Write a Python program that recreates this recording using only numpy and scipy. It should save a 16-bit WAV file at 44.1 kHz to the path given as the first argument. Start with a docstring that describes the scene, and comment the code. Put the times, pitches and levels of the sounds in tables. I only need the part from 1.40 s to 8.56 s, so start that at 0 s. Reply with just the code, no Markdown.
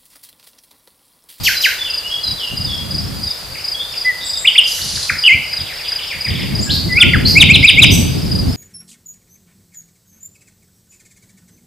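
"""A garden at the edge of a wood. A near nightingale sings loud sine sweeps and dry noise rasps that
ring among the trees; other birds whistle and chatter farther off. One cricket chirps in threes, a
falling tone per wing stroke, over a chorus of distant ones and a steady wash of leaves.
Gusts rumble on the microphone, and the loudest notes overload it."""
import sys
import numpy as np
from scipy import signal
from scipy.fft import rfft, irfft, next_fast_len
from scipy.io import wavfile

SR = 44100
rng = np.random.default_rng(int(sys.argv[2]) if len(sys.argv) > 2 else 0)


def to_wav(s):
    """Save 16-bit WAV."""
    ch = np.atleast_2d(s).T  # columns
    pcm = np.round(np.clip(ch, -1, 1) * 32767)  # PCM
    wavfile.write(sys.argv[1], SR, pcm.astype(np.int16))


N = 315756

# cricket stroke pitch, falling as the wing slows: (start [Hz], middle [Hz], end [Hz])
STROKE_HZ = [5080, 4986, 4610]


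def nightingale():
    """Clean sweeps; the wood answers some shapes more than others."""
    # shape: (length [s], evenly spaced pitches [Hz] (four, or five for the plunge), peak position [0-1], echo
    # send [dB])
    shapes = {"plunge": (.044, 3300, 2870, 2150, 1600, 1500, .32, -6),
              "pipe": (.078, 1980, 2015, 1980, 1850, .47, -11),
              "dip": (.081, 2085, 2010, 2010, 2200, .63, -7),
              "hook up": (.024, 1900, 2120, 2600, 2920, .66, -7),
              "hook down": (.023, 3800, 3170, 2890, 2740, .48, -6.8),
              "tick": (.014, 2500, 2330, 1650, 1360, .5, -5.5),
              "pip": (.012, 3500, 3020, 2880, 3250, .52, -6), "drop": (.02, 3200, 2800, 2530, 2500, .5, -6),
              "scoop": (.073, 2540, 2060, 2290, 2280, .43, -9.5),
              "whip": (.035, 2400, 3150, 4150, 5250, .66, -1),
              "swing up": (.042, 2140, 2170, 2430, 2760, .69, -8.5),
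              "swing down": (.037, 3880, 3620, 2820, 2000, .53, -6),
              "low fall": (.033, 2250, 1810, 1450, 1140, .1, -9.5),
              "flick": (.021, 4020, 4180, 4550, 4820, .62, .5)}
    scrape_s, trail_delay_s = .028, .029
    direct, send = np.zeros((2, N))
    for s, shape, db, pitch_factor in song():
        length_s, *pitches_hz, peak, echo_db = shapes[shape]
        note = gain_of(db) * whistle(length_s, pitch_factor * np.array(pitches_hz), peak, waver=.003)
        add(direct, s, note)
        add(send, s, gain_of(echo_db) * note)
        if shape == "plunge":  # hoarse slide in, low note out
            scrape = whistle(scrape_s, [7600, 5000, 3400], peak=.7, waver=.07, flutter=.5)
            add(direct, s - scrape_s, gain_of(-20) * scrape)
            add(send, s - scrape_s, gain_of(-18) * scrape)
            trail = gain_of(db - 14) * whistle(.045, [1660, 1560, 1340], peak=.3)
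            add(direct, s + trail_delay_s, trail)
            add(send, s + trail_delay_s, gain_of(-1.5) * trail)
    return direct + gain_of(1.9) * trees(send, early_t60_s=.37, late_t60_s=1.13, late_db=-11.5)


def song():
    """Syllables, up-down calls and a rising-level trill as (time [s], shape, level [dB], pitch factor)."""
    # single syllables: (time [s], shape, level [dB])
    syllables = [(.059, "plunge", -7.3), (.236, "plunge", -6.7), (2.646, "pipe", -9), (3.693, "tick", -5.5),
                 (3.87, "drop", .5), (3.882, "scoop", -3), (5.287, "whip", -11.5), (5.483, "dip", -15),
                 (5.734, "low fall", -6), (5.849, "flick", -6)]
    # two-part calls: (downsweep time [s], kind, up level [dB], down level [dB], downsweep pitch factor)
    pairs = [(3.071, "hook", -7, 1, 1.01), (3.178, "hook", -7, 4, .99), (5.603, "swing", -3.7, 2.6, .925),
             (6.0, "swing", 1.5, 3.7, .995), (6.134, "swing", 1.5, -2, 1.07),
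             (6.273, "swing", 1.5, 1.5, 1.005), (6.416, "swing", 1.5, 4, 1.015)]
    # kind: lead of the upsweep [s]
    lead_s = {"hook": .029, "swing": .051}
    trill_start_s, pip_period_s, first_pip_db, pip_step_db = 3.836, .012, -7, 4
    notes = [(s, shape, db, 1) for s, shape, db in syllables]
    for s, kind, up_db, down_db, pitch_factor in pairs:
        notes.append((s - lead_s[kind], kind + " up", up_db, 1))
        notes.append((s, kind + " down", down_db, pitch_factor))
    for k in range(3):
        notes.append((trill_start_s + k * pip_period_s, "pip", first_pip_db + k * pip_step_db, 1))
    return notes


def whistle(length_s, pitches_hz, peak=.5, waver=.004, flutter=.1):
    """A sine gliding through pitches at even time steps; waver jitters pitch, flutter level."""
    u = np.linspace(0, 1, max(int(length_s * SR), 64))
    curve = np.polyfit(np.linspace(0, 1, len(pitches_hz)), pitches_hz, len(pitches_hz) - 1)
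    hz = np.polyval(curve, u) * (1 + waver * wander(len(u), 200))
    phase = 2 * np.pi * np.cumsum(hz) / SR
    skew = np.log(.5) / np.log(np.clip(peak, .1, .9))  # swell tops out at u = peak
    swell = abs(np.sin(np.pi * u ** skew)) ** .8
    return swell * (1 + flutter * wander(len(u), 190)) * np.sin(phase)


def nightingale_rasps():
    """Hoarse notes, a row of clicks inside the longest and a thin squeak on the last."""
    # hoarse notes: (time [s], length [s], centre [Hz], width [Hz], band [dB], hiss [dB], hiss top [Hz])
    hoarse_notes = [(0.028, 0.07, 4540, 970, -17.5, -21.5, 14700),
                    (0.21, 0.064, 4570, 900, -21, -24, 14500), (.032, .035, 13300, 650, -23.5, -33, 14700),
                    (.212, .035, 13800, 450, -25.5, -35, 14700),
                    (3.24, 0.19, 4830, 960, -29.5, -25.5, 12560), (3.397, 0.31, 4700, 950, -28, -29, 11300),
                    (5.311, .065, 4420, 350, -16.5, -33, 14500),
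                    (5.862, 0.069, 4720, 270, -13, -26.5, 14300),
                    (6.505, 0.063, 6060, 260, -21, -25, 14700)]
    # squeak partials: (frequency [Hz], relative level [dB])
    squeak_partials = [(6030, -21), (8050, -23), (12250, -28.5)]
    first_click_s, click_period_s, squeak_start_s = 3.414, .0705, 6.512
    out = np.zeros(N)
    for s, *note in hoarse_notes:
        add(out, s, rasp(*note))
    for k in range(4):
        click = rasp(.012, centre_hz=4430, width_hz=440, band_db=-18, hiss_db=-26)
        add(out, first_click_s + k * click_period_s, click)
    for hz, db in squeak_partials:
        add(out, squeak_start_s, rasp(.055, centre_hz=hz, width_hz=.013 * hz, band_db=db))
    return gain_of(-3) * (out + trees(out, early_t60_s=.49, late_t60_s=.7, late_db=-2))


def rasp(length_s, centre_hz, width_hz, band_db, hiss_db=-60, top_hz=11000):
    """A band of noise over a broad hiss, both shaken by a fast rattle."""
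    # hiss spectrum: (frequency [Hz], relative level [dB])
    hiss_spectrum = [(2000, -27), (4000, -3), (6000, 4), (8500, -5), (11000, 0.5), (14200, 1)]
    size = int(length_s * SR)
    hz = np.fft.rfftfreq(size, 1 / SR)
    band_shape = np.exp(-((hz - centre_hz) / (2 * width_hz)) ** 2)
    hiss_shape = gain_of(interp_log(hiss_spectrum, hz)) / (1 + (hz / top_hz) ** 40)
    band, hiss = rfft(rng.standard_normal((2, size)))
    band = unit_rms(irfft(band * band_shape, size))
    hiss = unit_rms(irfft(hiss * hiss_shape, size))
    rattle = gain_of(1.5 * wander(size, 120)) * signal.windows.tukey(size, .4)
    return (gain_of(band_db) * band + gain_of(hiss_db) * hiss) * rattle


def near_crickets():
    """One cricket in the grass close by; a higher one farther off keeps a steady pace."""
    # chirps of the close cricket: (time [s])
    chirp_times_s = [.166, .498, .834, 1.169, 1.505, 1.829, 2.24, 2.571, 2.892, 3.236, 3.782, 4.127, 4.479,
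                     4.805, 5.149, 5.52, 5.9, 6.225, 6.423, 6.912]
    higher_start_s, higher_period_s = .68, .305
    close, higher = np.zeros((2, N))
    for s in chirp_times_s:
        add(close, s, chirp(.98, rough=.13) * gain_of(rng.normal(0, .8)))
    for s in np.arange(higher_start_s, N / SR, higher_period_s):
        add(higher, rng.normal(s, .008), chirp(1.04, closing=.7) * gain_of(rng.normal(-12, .8)))
    echoes = trees(close + gain_of(4.5) * higher, early_t60_s=.18, late_t60_s=.74, late_db=-23)
    return close * gain_of([[.3], [-.3]]) + higher + gain_of(-8.3) * echoes


def chirp(pitch_factor, closing=.9, rough=.07):
    """Three wing strokes, falling tones roughened by the file's teeth; closing scales length and fall."""
    stroke_s, period_s = .025 * closing, .0372
    hz = pitch_factor * (STROKE_HZ[1] + closing * np.subtract(STROKE_HZ, STROKE_HZ[1]))
    out = np.zeros(SR // 6)
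    for k in range(3):
        tone = whistle(stroke_s, hz, peak=.38, waver=.0077, flutter=.12)
        fizz = whistle(stroke_s, 2 * hz) * wander(len(tone), 450)
        stroke = tone * (1 + rough * wander(len(tone), 520)) + gain_of(-24) * fizz
        add(out, .001 + k * period_s, gain_of(-15.3) * stroke)
    return out


def far_birds():
    """Whistles that glide and settle, and two thin calls, heard largely through their echoes."""
    # whistles: (time [s], length [s], start pitch [Hz], target pitch [Hz], relative level [dB])
    whistles = [(.144, .042, 4150, 3980, -21), (.384, .08, 3540, 3450, -20), (.445, .075, 3400, 2620, -22),
                (.631, .09, 2750, 2960, -22.5), (.701, .06, 3150, 3420, -19.5),
                (.826, .075, 4350, 3880, -19.5), (.975, .15, 3950, 2790, -21),
                (1.258, .14, 3850, 3295, -21.5), (1.86, .07, 4000, 3450, -30),
                (2.34, .04, 3320, 3305, -18.5), (2.387, .06, 3400, 3690, -21),
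                (5.205, .05, 6200, 8300, -25), (5.261, .06, 1670, 1620, -28),
                (5.577, .075, 1480, 1400, -21.5)]
    # thin calls, a soft buzz and then a high lisp: (time [s])
    call_times_s = [2.803, 2.927]
    glide_tau_s, lisp_delay_s = .026, .04
    out = np.zeros(N)
    for s, length_s, start_hz, target_hz, db in whistles:
        glide_hz = target_hz + (start_hz - target_hz) * np.exp(-np.linspace(0, length_s, 6) / glide_tau_s)
        add(out, s, gain_of(db) * whistle(length_s, glide_hz, peak=.38, flutter=.25))
    for s in call_times_s:
        add(out, s, rasp(.045, centre_hz=3680, width_hz=100, band_db=-27))
        add(out, s + lisp_delay_s, rasp(.035, centre_hz=7750, width_hz=280, band_db=-26))
    return gain_of(-2.3) * out + gain_of(.2) * trees(out, early_t60_s=.48, late_t60_s=2.2, late_db=-17.5)


def chattering_bird():
    """A bird deep in the wood: quick falling notes, the fainter ones blurred into a babble."""
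    # clear notes: (time [s], length [s], top pitch [Hz], relative level [dB])
    clear_notes = [(2.149, .016, 2900, -28), (2.19, .016, 3200, -29), (2.53, .02, 3400, -29),
                   (3.385, .011, 2150, -28), (3.567, .014, 2150, -29), (4.127, .016, 2250, -28),
                   (4.165, .06, 4300, -28), (4.318, .016, 2200, -28), (4.44, .045, 3700, -27),
                   (4.51, .018, 2250, -28), (4.581, .028, 3500, -22.5), (4.698, .04, 2800, -22.5),
                   (4.844, .04, 2750, -22), (4.901, .014, 3800, -20), (4.949, .019, 3900, -21),
                   (4.975, .036, 2650, -25), (5.011, .016, 4100, -21)]
    # pitch within a note: (middle [share of top], end [share of top])
    fall_ratios = [.82, .52]
    babble_span_s, babble_per_s = (4.15, 5.1), 24
    fall = np.array([1, *fall_ratios])
    clear, faint = np.zeros((2, N))
    for s, length_s, top_hz, db in clear_notes:
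        add(clear, s, gain_of(db) * whistle(length_s, top_hz * fall, waver=.012, flutter=.3))
    for s in np.arange(*babble_span_s, 1 / babble_per_s):
        length_s, top_hz = rng.uniform(.015, .05), rng.uniform(2500, 4500)
        note = whistle(length_s, top_hz * fall, waver=.015, flutter=.3)
        add(faint, s + rng.random() / babble_per_s, gain_of(rng.normal(-31, 2.5)) * note)
    echoes = trees(clear + faint, early_t60_s=.55, late_t60_s=2, late_db=-18)
    return gain_of(-.3) * clear + gain_of(-1) * faint + gain_of(.8) * echoes


def cricket_chorus():
    """Distant crickets, each at its own pitch, pace and place."""
    # crickets: (pitch [Hz], chirp period [s], relative level [dB], echo send [dB])
    crickets = [(4730, .31, -15, -8), (4650, 0.32, -19, 5), (4900, 0.19, -24, 13), (4640, 0.26, -14.5, -9)]
    direct, send = np.zeros((2, N)), np.zeros(N)
    for hz, period_s, db, echo_db in crickets:
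        voice = np.zeros(N)
        for s in np.arange(rng.random() * period_s, N / SR, period_s):
            add(voice, rng.normal(s, .015), gain_of(db) * chirp(hz / STROKE_HZ[1], closing=.684))
        pan_db = rng.uniform(-2, 2)
        direct += voice * gain_of([[pan_db], [-pan_db]])
        send += voice * gain_of(echo_db)
    return direct + trees(send, early_t60_s=.32, late_t60_s=.89, late_db=-14)


def wind():
    """Lumpy low turbulence; stronger gusts shed smaller eddies, so the deepest part grows more slowly."""
    # turbulence spectrum: (frequency [Hz], relative density [dB])
    spectrum = [(20, -24), (40, -6), (80, 2.5), (160, -1), (260, -9), (400, -19), (600, -27), (1100, -39),
                (2400, -90)]
    # stereo width: (frequency [Hz], side minus mid [dB])
    width = [(30, -6), (70, -8), (140, -5), (280, 1), (700, 2)]
    level_db = gusts_db() + 2.1 * wander(N, 16)
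    noise = stereo_noise(spectrum, width)
    deep = signal.sosfiltfilt(signal.butter(2, 115, fs=SR, output="sos"), noise)
    return (noise - deep) * gain_of(level_db - 2.2) + deep * gain_of(.73 * level_db - 8.2)


def gusts_db():
    """Wind level: each gust rises fast, holds and dies away to a lull."""
    # gusts on the microphone: (time [s], hold [s], relative level [dB])
    gusts = [(.01, .04, -28), (.87, .06, -30.5), (1.13, .02, -22), (1.17, .68, -27.5), (1.54, .16, -22),
             (2.02, .12, -39.5), (3.41, .05, -35), (3.545, .01, -28.5), (3.72, .03, -33), (3.94, .04, -26),
             (4.2, .015, -27.5), (4.75, .02, -38), (4.89, .72, -19), (5.64, .58, -12), (6.34, .8, -15),
             (6.45, .2, -11)]
    rise_db_per_s, fall_db_per_s, lull_db = 550, 230, -50
    t = np.arange(N) / SR
    power = gain_of(lull_db) ** 2
    for s, hold_s, db in gusts:
        below_db = rise_db_per_s * np.maximum(s - t, 0) + fall_db_per_s * np.maximum(t - s - hold_s, 0)
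        power = power + gain_of(db - below_db) ** 2
    return 10 * np.log10(power)


def air():
    """The steady wash of leaves and far countryside."""
    # wash spectrum: (frequency [Hz], relative density [dB])
    spectrum = [(15, -22), (30, 3), (55, -2), (120, -9), (240, -8.5), (520, -0.5), (1100, -3.5),
                (2400, -4.5), (3400, -5), (4200, -2), (4750, 5), (5600, -9.5), (9500, -10.5),
                (14500, -12.5)]
    # stereo width: (frequency [Hz], side minus mid [dB])
    width = [(60, -30), (250, -10), (500, -6.5), (1300, -3), (4500, -5), (8000, -3.5), (14000, -1.5)]
    return stereo_noise(spectrum, width) * gain_of(-32.5 + .13 * wander(N, 9))


def trees(x, early_t60_s, late_t60_s, late_db):
    """Trunks and leaves scatter the sound: a quick spray of echoes, then a long faint tail."""
    echoes_per_s, onset_s = 2500, .0075
    wide_hz = 9200  # echoes reach two close microphones alike at low pitch, unrelated above this
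    t, hz = np.arange(SR) / SR, np.fft.rfftfreq(SR, 1 / SR)
    decay = gain_of(-60 * t / early_t60_s) + gain_of(late_db - 60 * t / late_t60_s)
    taps = rng.standard_normal((2, SR)) * (rng.random(SR) < echoes_per_s / SR)
    taps *= decay * np.clip(t / onset_s, 0, 1) ** 2
    taps[1] = irfft(rfft(taps[1]) * np.minimum(hz / wide_hz, 1), SR)
    mid, side = signal.fftconvolve(x[None], taps / np.linalg.norm(taps[0]), axes=1)[:, :N]
    return np.array([mid + side, mid - side])


def stereo_noise(spectrum, width):
    """Coloured noise whose stereo width depends on frequency."""
    hz = np.fft.rfftfreq(N, 1 / SR)
    mid, side = rfft(rng.standard_normal((2, N))) * gain_of(interp_log(spectrum, hz))
    mid = irfft(mid, N)
    side = irfft(side * gain_of(interp_log(width, hz)), N)
    return np.array([mid + side, mid - side]) / np.std(mid)


def wander(size, rate_hz):
    """Smooth random drift up to a rate, rms about 1."""
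    padded = next_fast_len(size + 2048)
    hz = np.fft.rfftfreq(padded, 1 / SR)
    spectrum = rfft(rng.standard_normal(padded)) / (1 + (hz / rate_hz) ** 4)
    return unit_rms(irfft(spectrum, padded))[:size]


def gain_of(db):
    """Decibels to amplitude."""
    return 10 ** (np.asarray(db) / 20)


def unit_rms(x):
    """Scales to rms 1."""
    return x / np.sqrt(np.mean(x ** 2) + 1e-20)


def interp_log(points, hz):
    """Reads a table on a log-frequency axis."""
    points_hz, values = np.transpose(points)
    return np.interp(np.log(hz + 1), np.log(points_hz + 1), values)


def add(track, start_s, sound):
    """Adds a sound to a track at a time."""
    part = track[max(round(start_s * SR), 0):][:len(sound)]
    part += sound[:len(part)]


def scene():
    """Birds, crickets, wind and the open air."""
    birds = nightingale() + nightingale_rasps() + far_birds() + chattering_bird()
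    return birds + near_crickets() + cricket_chorus() + wind() + air()


def record(dry):
    """The loudest notes flatten against a firm ceiling; then the band limit."""
    ceiling, knee, cutoff_hz = 1.02, 7, 15150
    oversampled = signal.resample_poly(dry, 3, 1, axis=1)
    limited = oversampled / (1 + abs(oversampled / ceiling) ** knee) ** (1 / knee)
    flattened = signal.resample_poly(limited, 1, 3, axis=1)
    lowpass = signal.firwin(255, cutoff_hz, window=("kaiser", 8), fs=SR)
    return signal.oaconvolve(flattened, lowpass[None], "same")


dry = scene()
out = record(dry)
to_wav(out)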